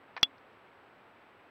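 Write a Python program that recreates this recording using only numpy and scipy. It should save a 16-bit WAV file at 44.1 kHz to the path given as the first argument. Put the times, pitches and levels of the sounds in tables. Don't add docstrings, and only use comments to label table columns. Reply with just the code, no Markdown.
import sys
import numpy as np
from scipy import signal
from scipy.fft import rfft, irfft
from scipy.io import wavfile

SR = 44100
rng = np.random.default_rng(int(sys.argv[2]) if len(sys.argv) > 2 else 0)


def wav_out(sig):
    wavfile.write(sys.argv[1], SR, np.round(np.clip(np.atleast_2d(sig).T, -1, 1) * 32767).astype(np.int16))


N = 66150


def undb(db):
    return 10 ** (np.asarray(db) / 20)


def since(start):
    return np.maximum(np.arange(N) / SR - start, 0)


def swell(start, rise_s):
    return 1 - np.exp(-since(start) / rise_s)


def burst(start, decay_s):
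    t = since(start)
    return (t > 0) * np.exp(-t / decay_s)


def noise(gain):
    hz = np.linspace(1, SR / 2, N // 2 + 1)
    shaped = irfft(rfft(rng.standard_normal(N)) * gain(hz), N)
    return shaped / shaped.std()


def coloured(points):
    hz, db = np.array(points).T
    return noise(lambda f: undb(np.interp(np.log(f), np.log(hz), db)))


def band(hz, width_hz):
    return noise(lambda f: 1 / (1 + (2 * (f - hz) / width_hz) ** 2))


def ring(start, modes):
    t = since(start)
    partials = (undb(db) * np.cos(2 * np.pi * hz * t) * 1000 ** (-t / t60) for hz, t60, db in modes)
    return (t > 0) * sum(partials)


# (frequency [Hz], relative level [dB])
HUSH_COLOUR = [(25, -22.5), (70, -13.5), (108, -4), (145, -9.5), (210, -5), (275, -6), (330, -2.5),
               (450, -2.5), (900, -2), (1600, -5.5), (2600, -11.5), (3600, -20.5), (5000, -31.5),
               (6400, -41), (8500, -42.5), (15500, -41)]
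def background():
    hush = undb(-59) * coloured(HUSH_COLOUR)
    hum = undb(-77.5) * band(274, width_hz=12)
    whine = undb(-92) * np.sin(2 * np.pi * 7806 * since(0))
    return hush + hum + whine


# (frequency [Hz], t60 [s], relative level when pecked [dB], relative level when tapped [dB])
BOWL_MODES = [(272, .5, -56, -60), (763, .02, -60, -60), (1035, .03, -35, -60), (1751, 0.044, -38, -60.5),
              (2157, .022, -61, -23.5), (2266, .035, -42, -61), (2468, .033, -43, -38.5),
              (2763, .028, -56, -16), (3010, 0.01198, -57, -13), (3191, 0.029, -56, -12.5),
              (3403, .049, -58.5, -12), (3442, 0.034, -62.5, -14), (3593, 0.016, -59, -13.5),
              (4100, .03, -50, -60), (4140, 0.012, -52, -13), (4470, .025, -50, -60),
              (4760, .015, -75, -12.5), (5000, .02, -54, -60)]
# (frequency [Hz], relative level [dB])
SCRAPE_COLOUR = [(200, -18), (700, 18.5), (2400, 18), (3300, 0), (4500, 2), (6500, -18), (15000, -30)]
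# (time [s], relative level [dB])
PECK_HITS = [(.1656, 0), (.1700, -12), (.1747, -3.5), (0.178, -10), (.1797, -14)]
def pecks():
    modes = [(hz, t60, db) for hz, t60, db, _ in BOWL_MODES]
    scrape = undb(-33.5) * coloured(SCRAPE_COLOUR)
    rattle = np.zeros(N)
    for start, db in PECK_HITS:
        bowl = swell(start, rise_s=.00028) * ring(start, modes)
        rattle += undb(db) * (bowl + scrape * burst(start, decay_s=.0027))
    low_cut = signal.butter(2, 513.9, "highpass", fs=SR, output="sos")
    return signal.sosfilt(low_cut, rattle)


# (time [s], centre [Hz], relative level [dB])
BEAK_TICKS = [(.1930, 5500, -59), (.2120, 5700, -58), (0.3812, 5000, -60), (.529, 4950, -66)]
def ticks():
    return sum(undb(db) * band(hz, width_hz=1800) * burst(start, decay_s=.0016)
               for start, hz, db in BEAK_TICKS)


TAP_S = .2297
def overload_gate(length_s):
    t = since(TAP_S)
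    return (t > 0) * np.exp(-(t / length_s) ** 8)


# (frequency [Hz], t60 [s], relative level [dB])
OVERLOAD_THUD = [(188, 0.0065, -18), (827, .009, -16.5), (1236.6, .009, -13.5), (1860, .02, -19),
                 (3920, 0.0087, -14), (5570, 0.0079, -10.5)]
def tap():
    modes = [(hz, t60, db) for hz, t60, _, db in BOWL_MODES]
    bowl = swell(TAP_S, rise_s=.00094) * ring(TAP_S, modes)
    thud = overload_gate(length_s=.0024) * ring(TAP_S, OVERLOAD_THUD)
    return undb(2.5) * (bowl + thud)


# (frequency [Hz], relative level [dB])
SPIT_COLOUR = [(30, -10), (200, -10), (5000, -11.5), (6500, 1.5), (7800, 3.5), (10000, -4.5), (12500, 1),
               (14500, 5), (16500, 1.5)]
def overload_spit():
    return undb(-36.5) * overload_gate(length_s=.0022) * coloured(SPIT_COLOUR)


# (frequency [Hz], relative level [dB])
SCATTER_COLOUR = [(300, -20.5), (2000, -5), (3300, 0), (5500, -13), (8000, -34), (15000, -45)]
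def scatter():
    return undb(-48.5) * coloured(SCATTER_COLOUR) * burst(TAP_S, decay_s=.011)


def microphone(sound, ceiling=.34, treble_hz=5820):
    overloaded = ceiling * np.tanh(sound / ceiling)
    return signal.sosfilt(signal.butter(12, treble_hz, fs=SR, output="sos"), overloaded)


def scene():
    bird = microphone(pecks() + tap() + ticks())
    return (bird + overload_spit() + scatter() + background())[None]


def record(dry):
    return signal.sosfilt(signal.butter(24, 16100, fs=SR, output="sos"), dry)


dry = scene()
out = record(dry)
wav_out(out)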